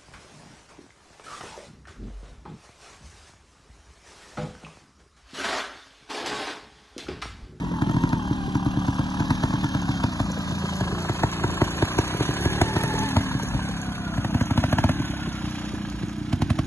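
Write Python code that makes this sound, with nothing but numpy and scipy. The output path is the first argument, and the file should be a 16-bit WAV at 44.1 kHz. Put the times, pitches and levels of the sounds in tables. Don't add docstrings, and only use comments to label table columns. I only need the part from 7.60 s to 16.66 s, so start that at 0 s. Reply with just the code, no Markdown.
import sys
import numpy as np
from scipy import signal
from scipy.fft import rfft, irfft, next_fast_len
from scipy.io import wavfile
from scipy.ndimage import uniform_filter1d

SR = 44100
rng = np.random.default_rng(int(sys.argv[2]) if len(sys.argv) > 2 else 0)


def store_wav(level_fs):
    pcm = np.round(np.clip(np.atleast_2d(level_fs), -1, 1) * 32767)
    wavfile.write(sys.argv[1], SR, pcm.T.astype(np.int16))


def invert_db(x):
    u = np.asarray(x, float) / 20
    return 10 ** u


N = 399546
TIME = np.arange(N) / SR

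# t/s, lead of the left port [samples]
BEARING = [(0, 9.5), (1.4, 9.4), (1.7, 8.6), (2.7, 7.8), (3.2, 7.4), (3.5, 7.1), (4.3, 6.8), (4.42, 6),
           (5.8, 6.4), (7.3, 4.9), (8.6, 1.2), (9.06, .6)]
# t/s, charge level/dB, bite/dB (crack and spit beyond the usual)
POPS = [(0.031, -24, -22), (0.112, -25, -10), (0.217, -16, 1.5), (0.268, -19.5, -11), (0.293, -17.5, 1),
        (0.341, -18, -3), (0.364, -16.5, 0.5), (0.434, -16, 2), (0.527, -16, 4), (0.706, -16.5, -7.5),
        (0.876, -21.5, -18), (0.95, -16, 2.5), (1.06, -16.5, -1), (1.168, -17, -6), (1.28, -15, 1),
        (1.389, -15.5, -0.5), (1.6, -15.5, 2), (1.703, -14, 4), (1.833, -14.5, 4), (1.934, -16.5, 0),
        (2.04, -16.5, 3.5), (2.146, -16, 2), (2.287, -16, 1), (2.435, -13.5, 5), (2.598, -15, 4.5),
        (2.698, -25.5, -9), (2.772, -24.5, -19), (2.917, -19.5, -7), (3.036, -21, -15.5),
        (3.206, -16, 2), (3.321, -19, -9), (3.492, -16, 3.5), (3.632, -12.5, 8), (3.837, -15, 7),
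        (4.014, -12, 7), (4.221, -12, 4), (4.383, -13, 5.5), (4.542, -20.5, -10), (4.602, -15.5, 2.5),
        (4.685, -17, -7), (4.853, -13, 3), (5.012, -12, 7.5), (5.162, -14.5, 6.5), (5.235, -17.5, 5),
        (5.338, -22, -9), (5.429, -22, -13), (5.564, -10.5, 4.5), (5.746, -17.5, -15), (5.83, -22.5, -15),
        (5.943, -16, -7), (6.089, -25.5, -19),
        (6.577, -15, -6), (6.645, -17.5, 2.5), (6.744, -12.5, -0.5), (6.808, -13, 0.5), (6.906, -13, -0.5),
       (6.974, -11.5, 1), (7.036, -13.5, 6.5), (7.125, -12.5, 5.5), (7.183, -14.5, 7), (7.238, -11, 3.5),
       (7.29, -13.5, 4), (7.397, -17.5, -7), (7.534, -28, -10.5), (7.669, -22, -22), (8.042, -30.5, -17.5),
       (8.131, -22, -18), (8.429, -19.5, -16), (8.727, -12.5, -5), (8.817, -13, -4), (8.901, -11.5, -5),
       (8.987, -14.5, -1.5)]
FIRINGS = POPS
# f/Hz, width/Hz, level/dB
TAILPIPE = [(343.7, 134, .1)]
# f/Hz, level/dB
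GRIT = [(2000, -22), (5000, -3), (6500, 5), (9000, -17), (11000, -2), (13000, -12.5)]


def evened(x):
    return x / np.sqrt(np.mean(x ** 2) + 1e-20)


def curves(rows):
    s, *columns = np.transpose(rows)
    return [np.interp(TIME, s, c) for c in columns]


def coloured(x, points):
    hz, db = np.transpose(points)
    n = x.shape[-1]
    size = next_fast_len(n)
    bins_hz = np.fft.rfftfreq(size, 1 / SR)
    gain = invert_db(np.interp(np.log(bins_hz + 1), np.log(hz), db))
    return evened(irfft(rfft(x, size) * gain, size)[..., :n])


def resonate(x, hz, width_hz):
    r = np.exp(-np.pi * width_hz / SR)
    if np.isscalar(hz):
        pole = r * np.exp(2j * np.pi * hz / SR)
        return 2 * signal.lfilter([1 - r], [1, -pole], x + 1e-18).real
    turn = np.exp(2j * np.pi * np.cumsum(hz) / SR)
    return 2 * (turn * signal.lfilter([1 - r], [1, -r], x / turn + 1e-18)).real


def steep(x, hz, width_hz):
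    return resonate(resonate(x, hz, width_hz), hz, width_hz)


def through(x, modes):
    return evened(sum((-1) ** k * invert_db(db) * steep(x, hz, w) for k, (hz, w, db) in enumerate(modes)))


def turned(modes, change_db, tail):
    return [(hz, w, db + tail * change) for (hz, w, db), change in zip(modes, change_db)]


def behind(lead):
    ahead_lead = 9.5
    return np.clip(1 - lead / ahead_lead, 0, 1)


def kicks():
    kick_hz, fade_s = 4.2, .08
    push = np.zeros(N)
    for s, db, _ in FIRINGS:
        push[round(s * SR)] = kick_hz * invert_db(.5 * (db + 13))
    saw = signal.lfilter([1], [1, -np.exp(-1 / (fade_s * SR))], push)
    saw = uniform_filter1d(saw, size=500)
    return saw - uniform_filter1d(saw, size=12000)


def crank():
    # t/s, turns per second [Hz]
    speed_points = [(0, 44.2), (.12, 43), (.2, 39.6), (.44, 45.2), (.61, 38.4), (1, 35.6), (1.7, 38.9),
                    (2.1, 37.5), (2.65, 28), (4.2, 28.6), (5.2, 40.3), (5.65, 38.4), (5.97, 34.7),
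                    (6.55, 31), (7.3, 36.5), (7.8, 30.4), (8.4, 28.8), (9.06, 36.3)]
    port_lag = 0.2605
    speed = curves(speed_points)[0] + kicks()
    lit_s = np.array([s for s, db, _ in FIRINGS if db > -20.7])
    turns = np.interp(lit_s, TIME, np.cumsum(speed) / SR)
    whole = np.cumsum(np.round(np.diff(turns, prepend=0)))
    nudge = uniform_filter1d(np.interp(TIME, lit_s, whole - turns), size=1500)
    speed = speed + SR * np.gradient(nudge)
    return speed, np.cumsum(speed) / SR + whole[0] - turns[0] + 1 - port_lag


def per_turn(turns, spread_db):
    gains = invert_db(spread_db * np.clip(rng.standard_normal(1000), -2, 2))
    return gains[turns.astype(int) % 1000]


def pumping(turns, tail, rough):
    out = np.zeros(N)
    for shift, size in ((0, 0.54), (.45, -0.41 + 0.51 * tail)):
        pulse = np.diff(np.floor(turns + shift), prepend=0)
        out += size * pulse * per_turn(turns + shift, spread_db=2.2)
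    return evened(out) + rough * rng.standard_normal(N)


def silencer(pulses, tail):
    # f/Hz, width/Hz, level/dB, delay/s, change fully behind/dB
    chambers = [(65.5, 55, 2, 0.0161, -9.5), (113.6, 99, -2, .011, 7.5), (186.2, 54.7, 4, 0.005015, -9),
                (240.8, 56, -1, 0.0033, 1), (301.3, 48, 0, 0.0011, 8)]
    out = np.zeros(N)
    for k, (hz, w, db, s, turned_db) in enumerate(chambers):
        ring = np.roll(steep(pulses, hz, w), round(s * SR))
        out = out + (-1) ** k * invert_db(db + turned_db * tail) * ring
    return evened(out)


def throb(turns, at, sharp, base, spread_db):
    swell = np.exp(sharp * (-np.cos(2 * np.pi * (turns + at)) - 1))
    return base + swell * per_turn(turns + at, spread_db)


def rattle(turns, tail):
    # f/Hz, width/Hz, level/dB
    case_modes = [(519, 73, -6), (734, 390, -6), (1016, 242, 5), (1200, 720, -7), (1683, 250, -4.5),
                  (2736, 210, -14.5), (3180, 87, -4)]
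    case_change_db = (1, 3.5, -6.5, -2.5, 2.5, -5, -1.5)
    shake = throb(turns, .9, sharp=2.2, base=.5, spread_db=3.) * rng.standard_normal(N)
    return through(shake, turned(case_modes, case_change_db, tail))


def hiss(turns):
    # f/Hz, level/dB
    air_points = [(1500, 4.5), (2200, 6), (3500, 6), (5000, -1), (6500, -2.5), (8000, -8.5), (10500, -9),
                  (13000, -27)]
    ticks = invert_db(1.8 * np.minimum(rng.exponential(1, N), 5)) * (rng.random(N) < 60 / SR)
    grit = signal.oaconvolve(ticks, np.hanning(90))[:N] * rng.standard_normal(N)
    air = throb(turns, .7, sharp=0.65, base=1.0, spread_db=3.0) * rng.standard_normal(N)
    return coloured(air, air_points) + invert_db(-14.5) * coloured(grit, GRIT)


def whine(speed, order, width_hz, fuzz):
    line = np.sqrt(2) * np.sin(2 * np.pi * np.cumsum(order * speed) / SR)
    haze = evened(resonate(rng.standard_normal(N), order * speed, width_hz))
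    return evened(line + fuzz * haze)


def drumming(speed):
    start_s, rise_s, fade_s, level_db, always = 5.34, 0.078, 0.78, -30.5, 0.38
    late = TIME - start_s
    swell = np.clip(late / rise_s + 1, 0, 1) * np.exp(-(np.maximum(late, 0) / fade_s) ** 3)
    return invert_db(level_db) * np.maximum(swell, always) * whine(speed, order=7, width_hz=15, fuzz=.5)


def wind():
    # f/Hz, level/dB
    wind_points = [(15, -29), (30, -30), (55, 23.5), (110, 1), (250, -4), (500, -5.5), (2000, -33),
                   (12000, -56)]
    lumps = uniform_filter1d(rng.standard_normal(N), size=6000)
    lumps = evened(uniform_filter1d(lumps, size=6000))
    gusts = rng.standard_normal((2, N)) + .8 * rng.standard_normal(N)
    return invert_db([[-39.5], [-42]]) * coloured(gusts, wind_points) * invert_db(3.5 * lumps)


def firing(thump_db, ring_db, bite_db, spit_db, stretch, tail, noise):
    # f/Hz, width/Hz, level/dB
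    crack_modes = [(629, 250, -6), (941, 115, 4), (1340, 550, -7), (1670, 120, -9)]
    crack_change_db = (23.5, -17, -37, -7)
    # f/Hz, level/dB
    spit_points = [(1200, 12.5), (2000, 8.5), (3500, 2.5), (6000, -5), (9000, -9.5), (13000, -15.5)]
    t = np.arange(len(noise[0])) / SR - .012

    late = np.maximum(t, 0) / stretch - .0062
    cycles = 100 * late + 0.24 * (1 - np.exp(-late / 0.00215))
    steepness = 2.2 + 0.26 * max(-bite_db, 0)
    swell = np.clip(t / stretch / .0065, 0, 1) ** steepness
    swell = swell * np.exp(-np.maximum(late - .008, 0) / .007)
    chamber = 0.42 + 0.24 * max(1 - 4 * tail, 0)
    hump = np.cos(2 * np.pi * cycles) - chamber * np.cos(2 * np.pi * 260 * (late - .0024))
    thump = invert_db(thump_db - tail) * swell * hump

    phase = -2.78 + 0.55 * noise[0, 0]
    ring = np.exp(-((t - .007) / 0.0033) ** 2) * np.cos(2 * np.pi * TAILPIPE[0][0] * late + phase)

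    blast = np.exp(-((t - .004) / 0.0012) ** 2) + 0.0715 * (t > 0) * np.exp(-abs(t) / 0.034)
    snap = 1.14 * np.diff(np.exp(-((t - .003) / 0.00021) ** 2), prepend=0) * 10
    crack = through(blast * noise[0] + snap, turned(crack_modes, crack_change_db, tail))
    crack = invert_db(thump_db + bite_db - 8) * crack * np.sqrt(np.mean(blast ** 2))

    jet = np.exp(-np.maximum(t - .003, 0) / .004) * np.exp(np.minimum(t - .003, 0) / .002)
    jet = jet + .12 * np.exp(-(t / .011) ** 2)
    return thump + invert_db(ring_db) * ring + crack + invert_db(spit_db) * jet * coloured(noise[1], spit_points)


def exhaust(height, tail):
    booms_db = [-2, -4, 11, 4, 5, 8, 8, 7.5, 2, 19, 6, 2, -2, 2, 11, -2, 2, 7, 11, 3.1, .1, .1, -1, 15, 2,
                -3, -2, -3, -5, -7, -5, -5.74, -2.5, -1, -2, -1, -1, -3, -4, -1.5, -1, 2.5, -1, -0.5, 2.52,
                -6, 0, -6, -2, -4, -2, 4, -5.5, 8, -6, .1, 1, 1, 1, 10, 4, 8, .1, 7.13, -6, 5, -1, -2.94,
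                18, 12, 15, 14]
    out = np.zeros(N + SR)
    noise = rng.standard_normal((len(FIRINGS), 2, 3600))
    luck = rng.standard_normal((len(FIRINGS), 2))
    for (s, db, bite_db), own, (a, b), boom_db in zip(FIRINGS, noise, luck, booms_db):
        start = round(s * SR)
        ring_db = db - 30 + 36 * height[start] - a + boom_db + min(bite_db, 0)
        spit_db = db + bite_db - 16.5 + 10 * tail[start] + 1.5 * b
        stretch = 0.927 + 0.04 * (db + 15.5)
        pop = firing(db, ring_db, bite_db, spit_db, stretch, tail[start], own)
        out[start:start + len(pop)] += pop
    return out[round(.012 * SR):][:N]


def scatter(x, t60):
    # f/Hz, level/dB
    echo_points = [(150, -60), (500, -6), (1500, -7), (3000, -4), (6000, 1), (9500, -0.5), (11500, -15)]
    t = np.arange(SR // 10) / SR
    shape = (2, 2, len(t))
    taps = rng.choice([-1., 1.], shape) * (rng.random(shape) < .05)
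    taps = taps * invert_db(-60 * t / t60) * (t > .002)
    taps = coloured(taps, echo_points) / np.sqrt(2 * len(t))
    moving = np.cos(np.pi * (TIME / .9 + np.arange(2)[:, None, None] / 2))
    return signal.oaconvolve(x * moving, taps, axes=2)[..., :N].sum(0)


def clinks():
    # t/s, peak level/dB, ring f/Hz
    strikes = [(0.4905, -32.5, 4180), (1.267, -35, 5730), (1.343, -37, 5400), (2.045, -38, 6100),
               (2.136, -41, 6100), (2.7174, -30, 5830), (3.186, -32, 4200), (3.8781, -29, 4270),
               (3.9706, -35, 7080), (4.121, -41, 10800), (4.171, -39, 6140), (4.3868, -20, 5550),
               (4.4757, -41, 6400), (4.739, -32, 6650), (4.8532, -23, 5900), (5.0158, -17.5, 3800),
               (5.234, -26, 11000), (5.3894, -21.5, 6400), (5.489, -23, 4310), (5.8256, -30.5, 6150),
               (5.886, -30, 6340), (6.0873, -36, 6300), (6.166, -35, 6700), (6.2156, -28, 6650),
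               (6.826, -31.5, 6470), (6.854, -40, 6680), (7.114, -34, 6670), (7.456, -35, 6540),
               (7.502, -38, 6340), (8.299, -34, 4230)]
    out = np.zeros(N + SR)
    noise = rng.standard_normal((len(strikes), 1024))
    t = np.arange(1024) / SR
    envelope = (1 - np.exp(-t / 0.00059)) * np.exp(-t / 0.0019)
    for (s, db, hz), own in zip(strikes, noise):
        scrape = envelope * (coloured(own, GRIT) + 1.44 * evened(resonate(own, hz, 490)))
        out[round(s * SR):][:len(t)] += invert_db(db - 4.5) * scrape
    return out[:N]


def octave_line():
    # t/s, f/Hz, level/dB
    line_points = [(4.6, 1640, -58), (4.8, 1670, -44.5), (5.35, 1775, -60), (5.8, 1635, -46),
                   (6.05, 1560, -52), (6.3, 1505, -52), (6.5, 1395, -43.5), (6.75, 1500, -54),
                   (7.25, 1640, -52), (7.45, 1510, -48), (7.9, 1340, -56)]
    hz, db = curves(line_points)
    heard = 1. 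* (TIME > line_points[0][0]) * (TIME < line_points[-1][0])
    heard = uniform_filter1d(heard, size=9000)
    return heard * invert_db(db + 1.5) * whine(hz, order=1, width_hz=45, fuzz=1.6)


def ground(hz, height):
    low_hz, raised_hz, depth_db, width_octaves = 525, 213, -8.5, .3
    dip_hz = low_hz + (raised_hz - low_hz) * height
    octaves = np.log2((hz[:, None] + 1) / dip_hz)
    return invert_db(depth_db * np.exp(-(octaves / width_octaves) ** 2))


def ports(x, height):
    housing_hz = (0, 1000, 1600, 2000, 2600, 3300, 3800, 4300, 4700, 5200, 5700, 6200, 6700, 7400, 8000,
                   8500, 9500, 10200, 10700)
    # plain lead [samples], then lead at each inner housing_hz [cycles]
    housing = [(1, .06, .01, .09, .17, .22, .2, .33, .33, .05, 0, .92, 1, 1.2, 1.48, 1.78, 1.52, 1.05),
               (3.5, .06, .02, .2, .23, .27, .38, .43, .48, .36, .32, .8, .93, 1.33, 1.55, 1.62, 1.3, 1.12),
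               (5, .05, .04, .27, .3, .35, .46, .51, .5, .49, .49, .82, .96, 1.33, 1.6, 1.72, 1.5, 1.2),
               (6.2, .12, .1, .35, .4, .48, .56, .65, .55, .5, .52, .8, 1, 1.3, 1.66, 1.9, 1.6, 1.1),
               (7, .11, .1, .4, .4, .46, .55, .72, .57, .52, .52, .75, .98, .97, 1.22, 1.5, 1.5, 1.15),
               (7.7, .15, .18, .46, .5, .53, .72, .98, .98, .95, .77, .98, 1, 1.25, 1.5, 1.5, 1.5, 1.3),
               (8.5, .17, .22, .49, .52, .66, .85, 1, 1, 1, .9, 1, 1.1, 1.5, 1.52, 1.5, 1.5, 1.3),
               (9.5, .19, .27, .5, .6, .81, .93, 1, 1.03, 1.08, 1, 1, 1.2, 1.65, 1.72, 1.52, 1.5, 1.08)]
    # f/Hz, left minus right/dB
    shade = [(500, .3), (1200, 1.4), (1800, -4.5), (2500, -1), (3900, -2.5), (5200, 1), (7500, -3),
             (10000, .5)]
    shimmer = .08
    hz, t, z = signal.stft(x, SR, nperseg=1024, noverlap=768)
    z = z * ground(hz, np.interp(t, TIME, height))
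    lead, rows = np.interp(t, *np.transpose(BEARING)), np.array(housing)
    shapes = np.array([np.interp(hz, housing_hz, [0, *row[1:], np.round(row[-1])]) for row in rows])
    share = np.array([np.interp(lead, rows[:, 0], one) for one in np.eye(len(rows))])
    wander = uniform_filter1d(rng.standard_normal(z.shape), size=6, axis=0)
    wander = evened(uniform_filter1d(wander, size=4, axis=1))
    cycles = shapes.T @ share + shimmer * wander * np.minimum(0.31 + hz / 4000, .8)[:, None]
    lean_db = .1 - 2.2 * behind(lead) ** 2
    level_db = lean_db + np.interp(hz, *np.transpose(shade))[:, None]
    half = invert_db(level_db / 2) * np.exp(1j * np.pi * cycles)
    return signal.istft(np.array([z * half, z / half]), SR, nperseg=1024, noverlap=768)[1][:, :N]


def scene():
    # t/s, nearness/dB, height off the ground [0-1], gear load/dB
    path = [(0, -14, 0.2, 9), (.2, -12, 0.34, 8.5), (.45, -10.5, 0.42, 12), (.7, -10.5, 0.29, 7),
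            (1.0, -10.5, 0.18, 6), (1.2, -8.5, 0.39, 1), (1.9, -5.5, 0.49, 2.5), (2.6, -5, 0.31, 0.5),
            (3.3, -3.5, 0.86, -2.5), (4.4, 0.5, 1, -10), (5.17, -1, 0.86, 3), (5.42, -1.5, 0.66, 6),
            (5.65, -2, 0.6, -6), (6.4, -7, 0.54, 0.5), (7.2, -5, 0.23, 1.5), (7.9, -4.5, 0.3, -9),
            (8.6, -11, 0.13, -3.5), (9.06, -11, 0.14, -1.5)]
    # level/dB, share of nearness, change fully behind/dB, share of load, change raised/dB
    layers = ((-27.5, 0.32, -1.5, 0.2, 1.5),
              (-58.5, 0, 1.5, 0.88, 25.5),
              (-34.5, .5, -11.5, -0.1245, 1.5),
              (-34, 1.24, -0.24, 0.15, 0.5),
              (-44, 0.66, -6.5, 1.4, 6.5),
              (-40, 1.4, 5.5, 0.84, -4.5))
    gear_teeth = 22
    speed, turns = crank()
    tail = behind(curves(BEARING)[0])
    near_db, height, load_db = curves(path)
    pump, pipe, cases, air, mesh, octave = (
        invert_db(db + a * near_db + b * tail + c * load_db + d * height) for db, a, b, c, d in layers)
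    pulses = -pumping(turns, tail, rough=.3)
    bike = pump * silencer(pulses, tail) + pipe * through(pulses, TAILPIPE)
    bike += cases * rattle(turns, tail) + air * hiss(turns)
    bike += mesh * whine(speed, order=gear_teeth, width_hz=40, fuzz=.25 + 3 * tail)
    bike += octave * whine(speed, order=2 * gear_teeth, width_hz=120, fuzz=2.2)
    bike += drumming(speed) + exhaust(height, tail) + clinks() + octave_line()
    return ports(bike, height) + invert_db(-7.5) * scatter(bike, t60=0.082) + wind()


def joint_stereo(pair):
    band_bins = [*range(0, 96, 8),
                 96, 108, 120, 132, 144, 160, 176, 196, 216, 240, 264, 292, *range(320, 1024, 32)]
    # f/Hz, gap that drops the weaker/dB
    joint_gap = [(200, 24), (1000, 17), (2000, 10.5), (3300, 10.5), (4300, 9), (5000, 6.3), (6500, 5),
                 (8000, 4.8), (9500, 4), (11000, 3)]
    sum_diff = np.array([pair[0] + pair[1], pair[0] - pair[1]]) / 2
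    hz, _, z = signal.stft(sum_diff, SR, nperseg=2048, noverlap=1024)
    edges = np.array(band_bins)
    power_db = 10 * np.log10(np.add.reduceat(abs(z) ** 2, edges, axis=1) + 1e-20)
    gap_hz, gap_db = np.transpose(joint_gap)
    gap_db = np.interp(np.log(hz[edges] + 170), np.log(gap_hz), gap_db)[:, None]
    keep = np.repeat(power_db > power_db[::-1] - gap_db, np.diff([*edges, len(hz)]), axis=1)
    mid, side = signal.istft(z * keep, SR, nperseg=2048, noverlap=1024)[1][:, :N]
    return np.array([mid + side, mid - side])


def low_pass(x):
    return signal.sosfilt(signal.butter(12, 12720, fs=SR, output="sos"), x)


def record(dry):
    low_cut = signal.butter(2, 40, "high", fs=SR, output="sos")
    band_limit = signal.firwin(401, 11820, fs=SR)[None]
    cut = signal.sosfilt(low_cut, dry)
    cut = signal.oaconvolve(cut, band_limit, "same", axes=1)
    return low_pass(joint_stereo(cut))


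dry = scene()
out = record(dry)
store_wav(out)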